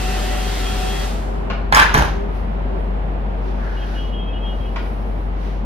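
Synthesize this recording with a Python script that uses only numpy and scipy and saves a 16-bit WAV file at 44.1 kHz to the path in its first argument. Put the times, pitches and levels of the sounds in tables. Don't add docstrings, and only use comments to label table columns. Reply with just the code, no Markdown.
import sys
import numpy as np
from scipy import signal
from scipy.fft import rfft, irfft
from scipy.io import wavfile
from scipy.ndimage import uniform_filter1d

SR = 44100
rng = np.random.default_rng(int(sys.argv[2]) if len(sys.argv) > 2 else 0)


def bounce(signal):
    frames = np.transpose(np.atleast_2d(signal))
    limited = np.clip(frames, -1, 1)
    pcm = np.round(limited * 32767).astype(np.int16)
    wavfile.write(sys.argv[1], SR, pcm)


N = 249164
T = np.arange(N) / SR


def undb(db):
    return 10 ** (np.asarray(db) / 20)


def level(x, db):
    return x * undb(db) / np.sqrt(np.mean(x ** 2))


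def over_time(table):
    s, *columns = np.transpose(table)
    return [np.interp(T, s, c) for c in columns]


def over_hz(table, hz):
    f, v = np.transpose(table)
    return np.interp(np.log(np.maximum(hz, 1)), np.log(f), v)


def walk(rate_hz):
    k = int(SR / rate_hz)
    steps = np.repeat(rng.standard_normal(N // k + 1), k)
    return 1.3 * uniform_filter1d(uniform_filter1d(steps, k), k)[:N]


def colour(x, spectrum):
    cep = irfft(np.log(undb(over_hz(spectrum, np.fft.rfftfreq(4096, 1 / SR)))))
    cep[1:2048] *= 2
    cep[2049:] = 0
    return signal.fftconvolve(x, irfft(np.exp(rfft(cep)))[:2048])[:N]


def ring(x, hz, t60_s):
    pole = np.exp(2j * np.pi * hz / SR - np.log(1000) / (max(t60_s, .005) * SR))
    return signal.lfilter([1], [1, -pole], x).imag


def stereo_spectrum(like, hz, n):
    c = np.clip(over_hz(like, hz), -1, 1)
    mid, side = rfft(rng.standard_normal((2, n))) * np.sqrt([1 + c, 1 - c])
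    return np.array([mid + side, mid - side])


def octave_shares(hz):
    octave = np.log2(np.maximum(hz, 1) / 40)
    return [np.clip(1 - abs(octave - k), 0, 1) for k in range(10)]


def air(spectrum, like, pan, swell_db, flicker_db, flicker_hz):
    hz = np.fft.rfftfreq(N, 1 / SR)
    tilt_db = over_hz(pan, hz) / 2
    gain_db = over_hz(spectrum, hz) + np.array([tilt_db, -tilt_db])
    pair = stereo_spectrum(like, hz, N) * undb(gain_db)
    out, swell = 0, walk(1.5)
    for share in octave_shares(hz):
        out = out + irfft(pair * share, N) * undb(swell_db * swell + flicker_db * walk(flicker_hz))
    return level(out, 0)


# (frequency [Hz], left-right likeness [-1..1])
ROOM_LIKE = [(60, 0.93), (150, 0.82), (350, 0.24), (1400, 0.37), (5000, 0.17), (9000, -0.35), (12000, 1)]
# (frequency [Hz], t60 [s])
ROOM_T60 = [(100, 0.62), (1000, 0.32), (4000, 0.53), (7000, 0.34), (12000, 0.13)]


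def room(x, wet_db, direct_pan_db, lag):
    t = T[:int(.7 * SR)]
    hz = np.fft.rfftfreq(len(t), 1 / SR)
    noise, tail = stereo_spectrum(ROOM_LIKE, hz, len(t)), 0
    for k, share in enumerate(octave_shares(hz)):
        decay_db = -60 * t / over_hz(ROOM_T60, 40 * 2 ** k)
        tail = tail + irfft(noise * share, len(t)) * undb(decay_db)
    tail *= np.clip(t / 0.00065, 0, 1) / np.sqrt(np.sum(tail ** 2) / 2)
    wet = signal.fftconvolve(x[None], tail, axes=1)[:, :N]
    direct = np.array([np.roll(x, int(lag)), x]) * undb(np.array([[1], [-1]]) * direct_pan_db / 2)
    return direct + undb(wet_db) * wet


SHAFT_HZ, FLUTTER_DB, TONES_DB = 148.75, 2, 1.5
RUSH_DB, OFF_S = -30, 1.047
SPIN_DOWN_DB_PER_S, MOTOR_CUT_DB_PER_S = 63, 250
FACE_ECHO_SHARE = 0.15
# (frequency [Hz], relative density [dB per Hz])
RUSH = [(180, -39), (300, -16.5), (398, -1), (432, -47), (582, -9.5), (688, -13), (747, -6.5), (990, -14.5),
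        (3380, -15), (7490, -23), (11900, -30.5), (14500, -36), (15800, -48.5)]
# (frequency [Hz], left-right likeness [-1..1])
RUSH_LIKE = [(60, 0.8), (130, 0.73), (290, 0.13), (640, -0.21), (1410, 0.58), (3100, 0.6), (6820, -0.44),
             (15000, 1)]
# (frequency [Hz], left minus right [dB])
EVEN = [(1, 0), (2, 0)]
# (multiple of shaft rate, relative level [dB])
ROTOR = [(12, -50), (14, -53), (17, -54)]
BEAMED = [4, 5, 9, 13, 18, 22]
# (time [s], then relative level of each BEAMED tone [dB])
BEAMS = [(0.0, -48, -35, -52, -49, -45, -52), (0.14, -51, -33, -52, -39, -40, -50),
         (0.236, -36.5, -37, -46, -64, -54, -49), (0.286, -54, -34.5, -54, -41, -42, -48),
         (0.318, -36.5, -34, -48, -40, -41.5, -46), (0.492, -50, -36, -58, -51, -54, -45),
         (0.574, -48, -37, -50, -45, -53, -53), (0.672, -57, -40, -36.5, -46, -47, -37),
         (0.84, -46, -32, -50, -54, -55, -46.5), (0.908, -67, -34, -46, -52, -48, -37),
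         (1.02, -51, -44, -46, -42, -53, -44), (1.06, -39, -33.5, -39, -43, -57, -59)]
BLUR = {9: 2, 13: 2.2, 18: 2.2, 22: .1}
# (time [s], added share of shaft rate [1])
SHAFT_GAIN = [(0, 0), (.75, 0), (.97, .006), (1.1, .006)]
# (time [s], mean delay [ms])
FACE_ECHO = [(0, .55), (.3, 0.65), (.55, 0.59), (.8, 0.56), (1.0, 0.53), (1.3, 1.0)]


def fan():
    off_s = np.maximum(T - OFF_S, 0)
    speed = 1 + over_time(SHAFT_GAIN)[0] + 0.0012 * walk(5.4)
    turn = 2 * np.pi * np.cumsum(SHAFT_HZ * speed) / SR
    lean_rad = np.array([[.45], [-.45]])
    tones = 0
    for k, db in [*zip(BEAMED, over_time(BEAMS)), *ROTOR]:
        amplitude = np.sqrt(2) * undb(db + FLUTTER_DB * walk(11.9))
        phase = k * turn + lean_rad + 2 * np.pi * rng.random() + BLUR.get(k, .3) * walk(39.8)
        tones = tones + amplitude * np.sin(phase)
    rush = air(RUSH, RUSH_LIKE, EVEN, 0.64, 0.38, 12.3)
    late_s = T - over_time(FACE_ECHO)[0] * (1 + .1 * walk(6)) / 1000
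    dull = signal.sosfilt(signal.butter(2, 3200, fs=SR, output="sos"), rush)
    rush = rush + FACE_ECHO_SHARE * np.array([np.interp(late_s, T, r) for r in dull])
    tones = undb(TONES_DB - MOTOR_CUT_DB_PER_S * off_s) * tones
    return undb(-SPIN_DOWN_DB_PER_S * off_s) * (undb(RUSH_DB) * rush + tones)


HUM_HZ, HUM_DB, HUM_PAN_DB, HUM_LEAD_RAD = 48.1, -21.5, 2.5, .08
# (time [s], frequency [Hz], mean level [dB])
WHINE = [(0, 398, -35.5), (1.0, 396.7, -35), (2.3, 401.2, -32), (2.7, 384, -34.5), (3.2, 381, -39.5),
         (5.65, 375, -49)]


def machines():
    side = np.array([[.5], [-.5]])
    hum_amplitude = np.sqrt(2) * undb(HUM_DB + HUM_PAN_DB * side + 0.69 * walk(5.29))
    hum_phase = 2 * np.pi * HUM_HZ * T + 4.33 + HUM_LEAD_RAD * side + 0.057 * walk(5.7)
    hz, db = over_time(WHINE)
    whine_phase = 2 * np.pi * np.cumsum(hz) / SR + 1.94 * side + 1.02 * walk(9.8)
    whine = undb(db + 4.05 * walk(11.07)) * np.sin(whine_phase)
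    return hum_amplitude * np.sin(hum_phase) + whine


# (frequency [Hz], relative density [dB per Hz])
HOUSE = [(32, -12.5), (55, -15), (77, -5.5), (97, -14.5), (207, -10), (282, -17), (375, -16.5),
         (574, -17.5), (818, -18), (1090, -24), (2740, -38), (3230, -41.5), (7400, -66.5), (13100, -67.5),
         (15800, -86)]
# (time [s], level [dB])
HOUSE_DB = [(0, -28), (1.4, -27), (2.6, -28), (3.5, -28), (4.5, -29), (5.65, -29.5)]
# (frequency [Hz], left-right likeness [-1..1])
HOUSE_LIKE = [(60, 0.96), (130, 0.77), (290, 0.68), (640, -0.021), (1410, -0.36), (3100, -0.044),
              (6820, -0.34), (15000, 0.73)]
# (frequency [Hz], left minus right [dB])
HOUSE_PAN = [(60, 7), (110, -2.5), (200, 4.5), (380, -2), (700, -2), (1290, -0.5), (2380, 0), (4400, 0),
             (8120, 5.5), (15000, -5)]


def house():
    return undb(over_time(HOUSE_DB)[0]) * air(HOUSE, HOUSE_LIKE, HOUSE_PAN, 0.29, 0.52, 6.03)


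KNOCK_S = 0.0075
# (time [s], relative level [dB])
KNOCKS = [(1.4999, -8.5), (4.760, -11.5)]
# (frequency [Hz], relative level [dB], t60 [s])
DOOR = [(689, 0, 0.07), (1077, 2, 0.1), (1258, 1, 0.045), (1432, 1, 0.075), (1945, -4, 0.03),
        (2330, -4, 0.03), (2800, -10, .02)]
# (frequency [Hz], gain [dB])
SNAP = [(400, -11), (1400, -2.5), (2500, -8.5), (3600, -15.5), (4500, -18), (5500, -26), (7000, -29.5),
        (12000, -80)]


def door():
    push, first = np.zeros(N), np.zeros(N)
    decay = np.exp(-T[:3000] / KNOCK_S) / np.sqrt(KNOCK_S * SR / 2)
    for (s, db), shudder in zip(KNOCKS, rng.standard_normal((len(KNOCKS), 3000))):
        at = int(s * SR)
        push[at:at + 3000] = undb(db) * shudder * decay
        first[at] = undb(db)
    body = sum(undb(db) * ring(0.3 * first + push, hz, t60_s) for hz, db, t60_s in DOOR)
    snap = colour(push, SNAP)
    return room(undb(-22) * body + undb(21) * snap, 2.4, 0.082, lag=-5)


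RATTLE_START_DB, CLATTER_WET_DB = -3, -4
CLACK_T60_S, CRACK_T60_S, CLACK_DB, CRACK_RING_DB = .018, .012, -3, 1
# (time [s], build-up [s], relative peak [dB], decay [dB/s], weight [0 light..1 heavy])
RATTLES = [(1.721, 0.079, -13, 164, 0.01), (1.939, 0.015, -18, 300, 0.9), (1.967, 0.014, -15.5, 447, 0.85),
           (2.001, 0.042, -28.5, 147, 0.8)]
# (time [s], relative peak [dB], clack [Hz], relative crack [dB], crack [Hz], weight [0..1])
BLOWS = [(1.7251, 5, 1700, -28, 4070, 0.16), (1.737, -5, 2000, -32, 4820, 0.55),
         (1.748, 3, 1710, -6.5, 5050, 0.03), (1.757, -4.5, 2220, -20, 6800, 0.2),
         (1.765, 3, 1310, -15, 3400, 0.12), (1.773, 2, 990, -10.5, 3300, 0.12),
         (1.786, -4, 1690, -35, 4000, 0), (1.798, 0.5, 1750, -15, 3450, 0.12),
         (1.805, 0, 1190, -31, 4080, 0), (1.814, -3, 1720, -30, 6800, 0.5), (1.82, -3, 970, -32, 3430, 0),
         (1.834, -11, 1320, -37, 3400, 0.2), (1.855, -6.5, 1290, -38, 3300, 0.5),
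         (1.942, -8, 1010, -14, 5900, 0.1), (1.947, 3, 990, -38, 3530, 0.44),
         (1.956, -1.5, 836, -29, 3500, 0.92), (1.974, -2, 875, -31, 2740, 1),
         (1.978, -8.5, 1330, -21, 6000, 1), (1.987, -5.5, 1550, -35, 3540, 0.8),
         (1.993, -6.5, 870, -24, 2800, 1), (2.008, -9, 910, -37, 3820, 1), (2.023, -7, 885, -24, 2840, 0.6),
         (2.051, -22, 1500, -33.5, 2150, 0.5)]
# (frequency [Hz], relative density [dB per Hz])
LIGHT = [(60, -18), (140, -17), (560, -12.5), (830, 2), (1250, 0.5), (1750, 2.5), (2100, -4.5),
         (2800, -8.5), (3600, -10.5), (4500, -18), (5800, -24), (8000, -28), (11700, -28.5), (15800, -48)]
# (frequency [Hz], relative density [dB per Hz])
HEAVY = [(60, -21), (210, -11), (300, -20), (460, -4), (540, -6), (900, -5.5), (1000, -6.5), (1960, -8.5),
         (2430, -20.5), (4000, -21.5), (6100, -26), (8000, -36), (12000, -32), (15800, -45)]
# (frequency [Hz], width [Hz], relative level [dB])
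TABLE_MODES = [(470, 25, -9), (835, 60, -4), (980, 30, -5), (1176, 22, -4), (1330, 26, -2), (1500, 40, 5),
               (1730, 110, 2.5), (2210, 35, -4), (2710, 60, -1), (3310, 68, -5), (3490, 40, -11),
               (4030, 35, -10), (6800, 190, 8)]
# (frequency [Hz], relative level [dB], t60 [s])
TABLE_BASS = [(70.3, -1, 0.27), (121.6, 3, 0.067), (172, 3.5, 0.046), (217, 5, 0.02)]


def clatter():
    power = np.zeros((2, N))
    for s, build_s, db, fall_db_per_s, weight in RATTLES:
        shape_db = db + RATTLE_START_DB * np.clip(1 - (T - s) / build_s, 0, 1)
        shape_db -= 8 * np.clip(1 - (T - s) / .004, 0, 1)
        shape_db -= fall_db_per_s * np.maximum(T - s - build_s, 0)
        power += (T >= s) * undb(shape_db) ** 2 * np.clip([[1 - weight], [weight]], 0, 1)
    strength = np.repeat(np.minimum(rng.exponential(size=N // 60 + 1), 3), 60)[:N]
    contacts = level(rng.standard_normal(N) * undb(3.9 * strength), 0)
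    light, heavy = contacts * np.sqrt(power)
    clacks, thump = np.zeros((2, N))

    t = T[:1500]
    tap = 1. * (t == 0)
    bright = signal.butter(2, [2500, 14000], "band", fs=SR, output="sos")
    bursts = rng.standard_normal((len(BLOWS), 2, 1500))
    for (s, peak_db, clack_hz, crack_db, crack_hz, weight), (body, tick) in zip(BLOWS, bursts):
        start = int(s * SR)
        at, weight = slice(start, start + 1500), np.clip(weight, 0, 1)
        blow = undb(peak_db) * body * np.exp(-t / 0.0012)
        light[at] += undb(-5.0) * np.sqrt(1 - weight) * blow
        heavy[at] += undb(-12.0) * np.sqrt(weight) * blow
        tick = undb(crack_db) * tick * np.exp(-t / 0.0013)
        clacks[at] += undb(peak_db + CLACK_DB) * ring(tap, clack_hz, CLACK_T60_S)
        clacks[at] += undb(crack_db + CRACK_RING_DB) * ring(tap, crack_hz, CRACK_T60_S)
        clacks[at] += signal.sosfilt(bright, tick)
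        thump[start] = weight * undb(peak_db)
    clacks = signal.sosfilt(signal.butter(2, 500, "high", fs=SR, output="sos"), clacks)

    probe = rng.standard_normal(N)
    plain = sum(colour(x, c) / colour(probe, c).std() for x, c in ((light, LIGHT), (heavy, HEAVY)))
    modes = sum(undb(db) * ring(plain, hz, 2.2 / width_hz) * width_hz for hz, width_hz, db in TABLE_MODES)
    modes = modes * 2 * np.pi / SR
    bass = sum(undb(db) * ring(thump, hz, t60_s) for hz, db, t60_s in TABLE_BASS)
    mix = plain + undb(-9.0) * modes + undb(-17.5) * bass + clacks
    return room(mix, CLATTER_WET_DB, -1.8, lag=13)


RUSTLE_EDGE_DB, RUSTLE_FADE_DB_PER_S = 6, 134
# (peak time [s], swell [s], linger [s], swish level [dB], hiss level [dB])
RUSTLES = [(2.36, 0.027, 0.07, -50, -60.5), (2.8, 0.022, 0.092, -72, -67), (3.48, .05, 0.16, -49.5, -68),
           (3.95, 0.3, 0.14, -44, -61), (4.58, 0.13, 0.3, -53.5, -64), (4.86, 0.11, 0.4, -53, -61),
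           (5.46, 0.069, 0.12, -46, -63)]
# (frequency [Hz], relative density [dB per Hz])
SWISH = [(500, -35), (1500, -2.5), (3000, -4), (6000, -12.5), (7500, -28), (16000, -42)]
# (frequency [Hz], relative density [dB per Hz])
HISS = [(3000, -48), (7500, -11), (9500, 1.5), (13000, -8), (16000, -8.5)]


def cloth():
    swish_power = hiss_power = 0
    for s, swell_s, linger_s, swish_db, hiss_db in RUSTLES:
        span_s, away_s = np.maximum(np.where(T < s, swell_s, linger_s), .005), abs(T - s)
        shape_db = -RUSTLE_EDGE_DB * np.minimum(away_s / span_s, 1)
        shape_db -= RUSTLE_FADE_DB_PER_S * np.maximum(away_s - span_s, 0)
        swish_power = swish_power + undb(shape_db + swish_db) ** 2
        hiss_power = hiss_power + undb(shape_db + hiss_db) ** 2
    grains = undb(1.1 * uniform_filter1d(rng.exponential(size=N), size=12))
    swish = air(SWISH, ROOM_LIKE, EVEN, 0.4, 0.63, 4.8)
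    hiss = level(air(HISS, ROOM_LIKE, EVEN, .5, 0.6, 23) * grains, 0)
    return np.sqrt(swish_power) * swish + np.sqrt(hiss_power) * hiss


BAND_HZ, BAND_WIDTH_HZ, BAND_DB, BAND_FROM_S, BAND_TO_S = 1580, 380, -42.5, 3.56, 4.02


def faint_band():
    edges_hz = [BAND_HZ - BAND_WIDTH_HZ / 2, BAND_HZ + BAND_WIDTH_HZ / 2]
    band = signal.butter(2, edges_hz, "band", fs=SR, output="sos")
    noise = signal.sosfilt(band, rng.standard_normal((2, N)))
    shape = np.clip(np.minimum(T - BAND_FROM_S, BAND_TO_S - T) / 0.048, 0, 1)
    return level(noise, BAND_DB) * shape * undb(2.6 * walk(26))


TOOT_ATTACK_S, TOOT_RELEASE_S, TOOT_SAG = 0.01, 0.056, 0.01
FADING_DB, FADING_HZ = 1.5, 14
# (time [s], length before release [s], mean fundamental [Hz])
TOOTS = [(3.763, 0.092, 322), (3.94, .6, 324), (4.601, 0.105, 322.6)]
# (multiple of fundamental, relative level [dB], level column of HORN_LEVELS [0 or 1])
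HORN_ORDERS = [(8, -13, 0), (9, -2, 1), (10, -2, 0), (11, -18, 1)]
# (time [s], even multiples' level [dB], odd multiples' level [dB])
HORN_LEVELS = [(3.75, -63, -67), (3.772, -53, -47), (3.826, -41.5, -56), (3.924, -62, -58),
               (3.946, -46, -46), (4.002, -45, -42), (4.024, -43, -50), (4.06, -53, -43.5),
               (4.086, -50, -50), (4.112, -59, -56), (4.144, -45, -46), (4.172, -53, -45),
               (4.208, -41, -56), (4.234, -53, -46), (4.304, -38.5, -58), (4.342, -48, -46),
               (4.37, -48, -42), (4.392, -50, -44.5), (4.438, -43, -54), (4.484, -43, -40),
               (4.518, -55, -46), (4.59, -57, -67), (4.606, -52, -67.5), (4.654, -46, -50),
               (4.732, -62, -65), (4.75, -59, -63)]


def horn():
    tone, levels_db = 0, over_time(HORN_LEVELS)
    fading = []
    for k, db, column in HORN_ORDERS:
        strength = undb(db + levels_db[column] + FADING_DB * walk(FADING_HZ))
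        scatter = 1.3 + walk(70) + 1j * walk(70)
        fading.append(strength * scatter)
    unsteady = 1 + 0.00197 * walk(5.2)
    for s, length_s, hz in TOOTS:
        attack = np.clip((T - s) / TOOT_ATTACK_S, 0, 1)
        release = np.clip(1 - (T - s - length_s) / TOOT_RELEASE_S, 0, 1)
        from_end_s = np.maximum(np.minimum(T - s, s + length_s - T), 0)
        sag = TOOT_SAG * np.exp(-from_end_s / .03)
        turn = 2 * np.pi * np.cumsum(hz * (unsteady - sag)) / SR
        partials = sum((f * np.exp(1j * k * turn)).imag for (k, _, _), f in zip(HORN_ORDERS, fading))
        tone = tone + attack * release * partials
    return room(tone, -9, 0, lag=0)


def scene():
    return fan() + machines() + house() + door() + clatter() + cloth() + faint_band() + horn()


TOP_HZ = 15950


def record(dry):
    return signal.sosfilt(signal.ellip(8, .2, 60, TOP_HZ, fs=SR, output="sos"), np.clip(dry, -1, 1))


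dry = scene()
out = record(dry)
bounce(out)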